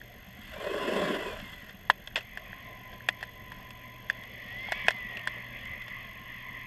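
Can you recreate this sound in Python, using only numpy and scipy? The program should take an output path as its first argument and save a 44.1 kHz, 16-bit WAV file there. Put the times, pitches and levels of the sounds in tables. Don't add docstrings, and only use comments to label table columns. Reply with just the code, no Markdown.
import sys
import numpy as np
from scipy import signal
from scipy.fft import rfft, irfft, next_fast_len
from scipy.io import wavfile
from scipy.ndimage import uniform_filter1d, map_coordinates

SR = 44100
rng = np.random.default_rng(int(sys.argv[2]) if len(sys.argv) > 2 else 0)


def voltage_ratio(decibels):
    exponent = np.asarray(decibels, float) / 20
    return 10 ** exponent


def file_out(sig):
    cols = np.atleast_2d(sig).T
    lim = np.clip(cols, -1, 1)
    pcm = np.round(lim * 32767).astype(np.int16)
    wavfile.write(sys.argv[1], SR, pcm)


N = 293706
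T = np.arange(N) / SR


def unit(x):
    return x / np.sqrt(np.mean(x ** 2) + 1e-20)


def along(points, hz):
    f, v = np.transpose(points)
    return np.interp(np.log(hz + 1), np.log(f + 1), v)


def curves(rows, t=T):
    s, *cols = np.transpose(rows)
    return [np.interp(t, s, c) for c in cols]


def wobble(rate_hz):
    knots = rng.standard_normal(int(N * rate_hz / SR) + 4)
    return map_coordinates(knots, [T * rate_hz])


def phase(hz):
    return 2 * np.pi * np.cumsum(hz) / SR


def during(rows, fade_s):
    inside_s = np.minimum(T - rows[0][0], rows[-1][0] - T)
    return np.clip(inside_s / fade_s, 0, 1)


def filtered(x, response):
    m = next_fast_len(N + SR // 2)
    return irfft(rfft(x, m) * response(np.fft.rfftfreq(m, 1 / SR)), m)[:N]


def noise_with(spectrum):
    return unit(filtered(rng.standard_normal(N), lambda f: voltage_ratio(along(spectrum, f))))


def patches(shape, frames):
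    field = uniform_filter1d(rng.standard_normal(shape), size=8, axis=0)
    return uniform_filter1d(field, size=frames, axis=1)


def notch(f, hz, narrow_hz, wide_hz):
    off = hz * hz - f * f
    return (off + 1j * f * narrow_hz) / (off + 1j * f * wide_hz)


# centre_hz, width_hz, level_db
HOUSING_MODES = [(188, 75, -10), (421, 85, -8.5), (600, 59, -3.5), (1028, 92, -5), (1403, 148, -9),
                 (1676, 256, -5.5), (2008, 119, -3), (2628, 261, -9), (3371, 252, -7), (4185, 426, -18),
                 (5190, 720, -23), (7450, 1300, -33.5)]


def housing(f):
    total = 0
    for k, (centre, width, db) in enumerate(HOUSING_MODES):
        loss = 1j * f * width
        total = total + (-1) ** k * voltage_ratio(db) * loss / (centre * centre - f * f + loss)
    return total * notch(f, 3870, 116, 405)


def rush(spectrum, patchy_db, shape=lambda hz, t: 1):
    hz, t, z = signal.stft(rng.standard_normal(N), SR, nperseg=1024)
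    z = z * voltage_ratio(patchy_db * unit(patches(z.shape, 5))) * shape(hz[:, None] + 1, t)
    x = signal.istft(z, SR, nperseg=1024)[1][:N]
    return filtered(x, lambda f: voltage_ratio(along(spectrum, f)) * housing(f))


# time_s, distance [ratio to the closest]
NEAR_PATH = [
    (.2, 29),
    (.45, 6.7),
    (.6, 3.82),
    (.85, 2.27),
    (1.03, 1.12),
    (1.15, 1.89),
    (1.27, 3.08),
    (1.55, 8.1),
    (1.85, 31),
]
# freq_hz, level_db
ROAR_SPECTRUM = [(100, 1.5), (300, 5.5), (700, -1.5), (1200, -2), (2000, -8), (3500, -6.5), (6000, -7.5),
                 (7700, 0.5), (9000, 1), (10800, 8), (13000, 5), (15500, 1)]
ROAR_SPAN = [(-.3,), (2.3,)]


def near_boat():
    edge_hz, edge_top_hz = 110, 850
    growl_db, growl_reach, growl_loss_db = 5, 4.33, 30
    roar_db, spread_db = -32.5, 19
    dull_db = 0.18

    def channel(hz, t):
        far, = curves(NEAR_PATH, t)
        ratio = hz / np.minimum(edge_hz * far, edge_top_hz)
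        bass_db = growl_db - growl_loss_db * np.clip(np.log2(far / growl_reach), 0, 1)
        growl = voltage_ratio(bass_db / (1 + (hz / 850) ** 4))
        dull = voltage_ratio(-dull_db * (far - 1) * hz / 10000)
        pile_up = voltage_ratio(2 * np.exp(-(np.log(ratio / 1.26) / 0.25) ** 2))
        return growl * dull * pile_up / np.sqrt(1 + ratio ** -12)

    blades = voltage_ratio(1.1 * wobble(25.47) + 1.53 * wobble(110))
    roar = blades * rush(ROAR_SPECTRUM, 1.8, channel)
    roar = filtered(roar, lambda f: notch(f, 880, 32, 160))
    distance, = curves(NEAR_PATH)
    return voltage_ratio(roar_db - spread_db * np.log10(distance)) * during(ROAR_SPAN, 0.25) * unit(roar)


# time_s, drone_db
FAR_TRAFFIC = [(0, -58.5), (.3, -59.5), (1.7, -55.5), (2.14, -58), (2.31, -50), (2.54, -49), (3.09, -52.5),
               (4.12, -52), (4.32, -49), (4.56, -47), (4.78, -40), (4.93, -44), (5.31, -42.5),
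               (5.57, -44.5), (6.04, -45.5), (6.45, -45), (6.66, -45.5)]
# freq_hz, level_db
DRONE_SPECTRUM = [(800, -16), (1200, 1), (1500, -24), (1700, -6), (1850, 2.5), (2000, 4.5), (2130, 8.5),
                  (2350, 6.5), (2700, -4), (3000, -4), (3400, -22)]
RASP_SPECTRUM = [(2300, -36), (2800, -2.5), (3300, 4.5), (3700, -3.5), (4200, -32)]
FIZZ_SPECTRUM = [(3000, -44), (3900, -3), (5500, -4), (7000, -14), (9000, -2.5), (12000, -41)]
BODY_SPECTRUM = [(150, -33), (280, 3.5), (410, -3.5), (500, 0), (600, -4.5), (740, 6.5), (880, -8.5),
                 (1100, -11), (1400, -9)]


def far_boats():
    drone_db, = curves(FAR_TRAFFIC)
    second = 1 / (1 + ((T - 4.69) / 0.28) ** 2)
    swing_db = drone_db + 51
    rasp_db = -62 + 0.74 * swing_db + 6.2 * second
    fizz_db = -73.5 + 0.36 * swing_db + 8.5 * second
    body_db = -56.5 + 0.017 * swing_db + 4.4 * second
    swell_db = 0.79 * wobble(9)
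    drone = voltage_ratio(drone_db + swell_db) * unit(rush(DRONE_SPECTRUM, 2.0))
    rasp = voltage_ratio(rasp_db + swell_db) * unit(rush(RASP_SPECTRUM, 0.73))
    fizz = voltage_ratio(fizz_db + swell_db) * unit(rush(FIZZ_SPECTRUM, 1.2))
    body = voltage_ratio(body_db + 1.15 * wobble(11)) * unit(rush(BODY_SPECTRUM, 2.6))
    return drone + rasp + fizz + body


def generator():
    load_s, load_db = 2.58, 7
    hum_db = -60.5 + load_db * np.clip((T - load_s) / 0.27 + .5, 0, 1)
    turn = 2 * np.pi * 119.8 * T + 0.46 * wobble(4.7)
    return voltage_ratio(hum_db + wobble(3.92)) * (np.sin(turn) + voltage_ratio(-10.5) * np.sin(2 * turn))


# freq_hz, level_db
SURGE_SPECTRUM = [(12, -46), (20, -1), (86, -6), (118, -7.5), (147, -14), (193, -6.5), (300, -20),
                  (390, -43), (660, -120)]
# time_s, rise_db
SURGE_SWELLS = [
    (.45, 4.1),
    (1.4, 7.9),
    (3.55, 4.2),
    (4.75, 3.3),
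    (5.68, 4.6),
]


def surge():
    level_db, swell_s = -54.5, 0.11
    for s, db in SURGE_SWELLS:
        level_db = level_db + db * np.exp(-((T - s) / swell_s) ** 2)
    slosh = voltage_ratio(.8 * wobble(9))
    return voltage_ratio(level_db) * slosh * noise_with(SURGE_SPECTRUM)


# freq_hz, level_db
HISS_SPECTRUM = [(3900, -28), (6600, -13), (7000, -14.5), (9800, -18.5), (11500, -11.5), (12500, -12.5),
                 (13300, -10.5), (13800, -14), (15300, -16), (16000, -60)]
# pitch_hz, offset_in_burst_hz, level_db
CHIRP_TONES = [(12862.26, 14, -62), (6395.17, 24, -68)]


def camera():
    rate_hz, start, share = 47.905, .68, .4
    cycle = T * rate_hz - start + 1
    gate = 1. * (cycle % 1 < share)
    gate = uniform_filter1d(uniform_filter1d(gate, size=30), size=30)
    burst = cycle + .3
    late = 3 * np.pi / 5 * (burst // 2 % 2)
    tones = 0
    for hz, offset_hz, db in CHIRP_TONES:
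        turns = hz * T + offset_hz * (burst % 1) / rate_hz
        tones = tones + voltage_ratio(db + 3.5) * np.sin(2 * np.pi * turns + late)
    return gate * tones + voltage_ratio(-73.5) * noise_with(HISS_SPECTRUM)


def through_wall(x):
    echo_s, echo_db = .0098, -20

    def response(f):
        wall = (1j * f / (420 + 1j * f) / (1 + 1j * f / 6000)) ** 2
        echo = voltage_ratio(echo_db) * f / (f + 4000) * np.exp(-2j * np.pi * f * echo_s)
        return wall * (1 + echo) / (1 + (f / 12500) ** 6)
    return filtered(x, response)


# time_s, peak_db, crack_db, rattle_db
TICK_HITS = [(0.0145, -32, -27.5, -13), (1.6935, -35.5, -13, -0.5), (1.8997, -3.5, -20.5, -6),
             (2.112, -40, -23, -16), (2.3729, -24, -16, -6), (2.5293, -28.5, -31, -12),
             (2.9283, -43, -26, 5), (3.0056, -32.5, -28, -24), (3.087, -8.5, -14, -6.5),
             (3.2078, -36.5, -21, 1), (3.2273, -22.5, -17, -3.5), (3.2366, -28, -14, -13),
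             (4.8676, -29, -11, -5), (3.5183, -29, -14, -7), (4.0987, -11.5, -19.5, -10),
             (4.7206, -13.5, -15.5, -4.5), (4.8827, -3.5, -19.5, -6), (4.9063, -18, -13, -3.5),
             (5.2734, -11.5, -21, -9), (5.8794, -33.5, -30, 0), (6.1696, -47, -27, -1)]
# time_s, peak_db, ring_hz, crack_db,
# rattle_db
PRICK_HITS = [(1.3999, -42, 2760, -31, 13.5), (2.025, -58, 3270, -16, -6), (2.0734, -29.5, 3440, -11, 3.5),
              (3.7053, -55.5, 2940, 11, 25.5), (4.2363, -38.5, 3500, -6, 4.5), (5.1701, -25, 2710, -27, 0),
              (5.1935, -31, 2800, -20, -5), (5.6547, -39.5, 2660, -7, 5.5), (5.819, -40, 3470, -15, 7),
              (1.8995, -16.5, 3570, -30, -20), (3.0872, -14.5, 2500, -24, -20),
              (4.0987, -27, 2690, -30, -16), (4.883, -11.5, 2530, -32, -24), (3.0893, -17, 3440, -30, -20),
              (4.885, -19.5, 3440, -28, -16)]
# time_s, peak_db, ring_hz
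SCRAPE_HITS = [
    (2.1575, -14, 2620),
    (2.166, -21.5, 2640),
    (2.177, -27, 3300),
    (2.1852, -29.5, 2640),
    (2.2069, -33.5, 2600),
]


def ticks():
    near, rattle, t = np.zeros(N + SR), np.zeros(N + SR), np.arange(SR // 5) / SR
    hits = []
    for s, db, crack_db, rattle_db in TICK_HITS:
        t60_s = 0.051 - 0.00063 * (db + 33)
        hits.append((s, db, 1767, crack_db, rattle_db, t60_s))
    hits += [row + (0.026,) for row in PRICK_HITS]
    hits += [row + (-22, -2, .072) for row in SCRAPE_HITS]
    chance = rng.standard_normal((len(hits), 2, len(t)))
    swell = (t / 0.0015 * np.exp(1 - t / .0016)) ** 3.4
    onset = 1 - np.exp(-(t / 0.00021) ** 2)
    snap = onset * (voltage_ratio(-60 * t / .007) + voltage_ratio(-17 - 60 * t / .035))
    for (s, db, hz, crack_db, rattle_db, t60_s), (a, b) in zip(hits, chance):
        at = round(s * SR)
        ring = voltage_ratio(-3.5) * swell * np.sin(2 * np.pi * hz * t)
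        crack = voltage_ratio(crack_db + 7.5) * snap * np.diff(a, prepend=0)
        near[at:][:len(t)] += voltage_ratio(db) * (ring + crack)
        decay_db = -60 * t / max(t60_s, .005)
        rattle[at:][:len(t)] += voltage_ratio(db + rattle_db + 14.0 + decay_db) * onset * b
    return through_wall(near[:N]) + filtered(rattle[:N], lambda f: housing(f) * f / (f + 900))


# time_s, pitch_hz
ENGINE_SPEED = [(0, 1210), (.3, 1852), (1.03, 3165), (1.22, 2655), (1.45, 2118), (1.78, 1737), (2.25, 1247),
                (2.3, 1430), (2.8, 1352), (4.2, 1347), (4.6, 2050), (4.8, 2313), (5, 1996), (5.36, 1733),
                (5.75, 1535), (6.1, 1400), (6.66, 1370)]


def engine_thumps():
    mesh_per_thump = 208
    run_starts_s = (.158, 2.348, 7)
    speed_hz, = curves(ENGINE_SPEED)
    turns = np.cumsum(speed_hz) / SR / mesh_per_thump
    marks = np.interp(run_starts_s, T, turns)
    counts = np.concatenate([np.arange(a, b - .5) for a, b in zip(marks, marks[1:])])
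    out, t = np.zeros(N + SR), np.arange(SR // 8) / SR
    for s, (a, b) in zip(np.interp(counts, turns, T), rng.standard_normal((99, 2))):
        doublings = np.log2(np.interp(s, T, speed_hz) / 1340)
        db = -44 + min(8 * doublings, 6.5) + 2.2 * a
        envelope = voltage_ratio(db - 60 * t / 0.065) * (1 - np.exp(-t / 0.0021))
        out[round(s * SR):][:len(t)] += envelope * np.sin(2 * np.pi * (198 + 7 * b) * t)
    return out[:N]


# pitch_hz, level_db
WHINE_RESPONSE = [(1500, -38), (1700, -16), (1850, -4), (2000, 1), (2300, -4), (2650, 3), (3150, -2)]
# start_s, end_s, level_db
WHINE_SPANS = [
    (.2, 1.8, -53),
    (4.4, 5.85, -41.5),
]


def gears():
    out, (speed_hz,) = 0, curves(ENGINE_SPEED)
    second_gear_db, reaches, breakups_db = (4, 5), (.72, .9), (3.2, 1.5)
    for (start, end, db), second_db, reach, broken_db in zip(WHINE_SPANS, second_gear_db, reaches, breakups_db):
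        heard = during([(start,), (end,)], 0.097)
        close = np.clip((speed_hz / np.max(speed_hz * heard) - reach) / .06, 0, 1)
        for share, gain in ((1, 1), (.745, voltage_ratio(second_db) * close)):
            hz = share * speed_hz
            turn = phase(hz) + broken_db / 5 * wobble(50)
            level_db = db + along(WHINE_RESPONSE, hz) + 5 - 1.6 * broken_db + broken_db * wobble(22)
            out = out + voltage_ratio(level_db) * gain * heard * np.sin(turn)
    return out


# time_s, peak_db, pitch_hz
KNOCK_HITS = [(1.899, -1.5, 980), (2.156, -30, 600), (2.177, -25.5, 580), (2.372, -37, 670),
              (2.53, -40, 686), (3.087, -17, 695), (3.227, -31, 765), (3.52, -36, 990), (4.686, -27, 790),
              (4.721, -16.5, 696), (4.883, -9, 665), (4.906, -28, 690), (5.272, -24.5, 985)]


def knocks():
    out, t = np.zeros(N + SR), np.arange(SR // 5) / SR
    for s, db, hz in KNOCK_HITS:
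        t60_s = max(0.008 - 0.00019 * db, .004)
        envelope = voltage_ratio(db + 8 - 60 * t / t60_s) * (1 - np.exp(-t / 0.0012))
        out[round(s * SR):][:len(t)] += envelope * np.sin(2 * np.pi * hz * t)
    return through_wall(out[:N])


# share [of engine speed], centre_hz, width_hz, level_db
SINGING_TONES = [(.755, 1035, 75, -56.5), (.46, 1050, 60, -54), (.345, 580, 55, -61)]


def far_singing():
    out, (speed_hz,) = 0, curves(ENGINE_SPEED)
    for share, centre_hz, width_hz, db in SINGING_TONES:
        hz = share * speed_hz
        turn = phase(hz)
        steady = (1.7 + .7 * wobble(60)) * np.cos(turn + .7 * wobble(30))
        tone = unit(steady + 1.1 * wobble(120) * np.sin(turn))
        out = out + voltage_ratio(db) * tone / (1 + ((hz - centre_hz) / width_hz) ** 4)
    return during([(2.27,), (9,)], 0.23) * out


def scene():
    boats = near_boat() + far_boats() + engine_thumps() + gears() + far_singing()
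    return (boats + generator() + surge() + camera() + ticks() + knocks())[None]


def starved_top(x):
    hz, t, z = signal.stft(x, SR, nperseg=1024)
    bright = np.sum(abs(z[(hz > 7000) & (hz < 12000)]) ** 2, axis=0)
    need_db = (hz[:, None] - 12600) / 200
    loud = 10 * np.log10(bright / np.median(bright) + 1e-9) > need_db
    lucky = uniform_filter1d(rng.standard_normal(len(t)), size=4) > .4
    kept = (hz[:, None] < 13400) | loud | (lucky & (patches(z.shape, 3) > .06))
    return signal.istft(z * kept, SR, nperseg=1024)[1][:N]


def band_limit(x):
    return signal.sosfilt(signal.butter(12, 16400, fs=SR, output="sos"), x)


def record(dry):
    top = [(13500, 0), (15300, -3), (15600, -22), (17000, -70)]  # freq_hz, gain_db
    kept = filtered(dry[0], lambda f: voltage_ratio(along(top, f)))
    mix = starved_top(kept)[None]
    return band_limit(mix)


dry = scene()
out = record(dry)
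file_out(out)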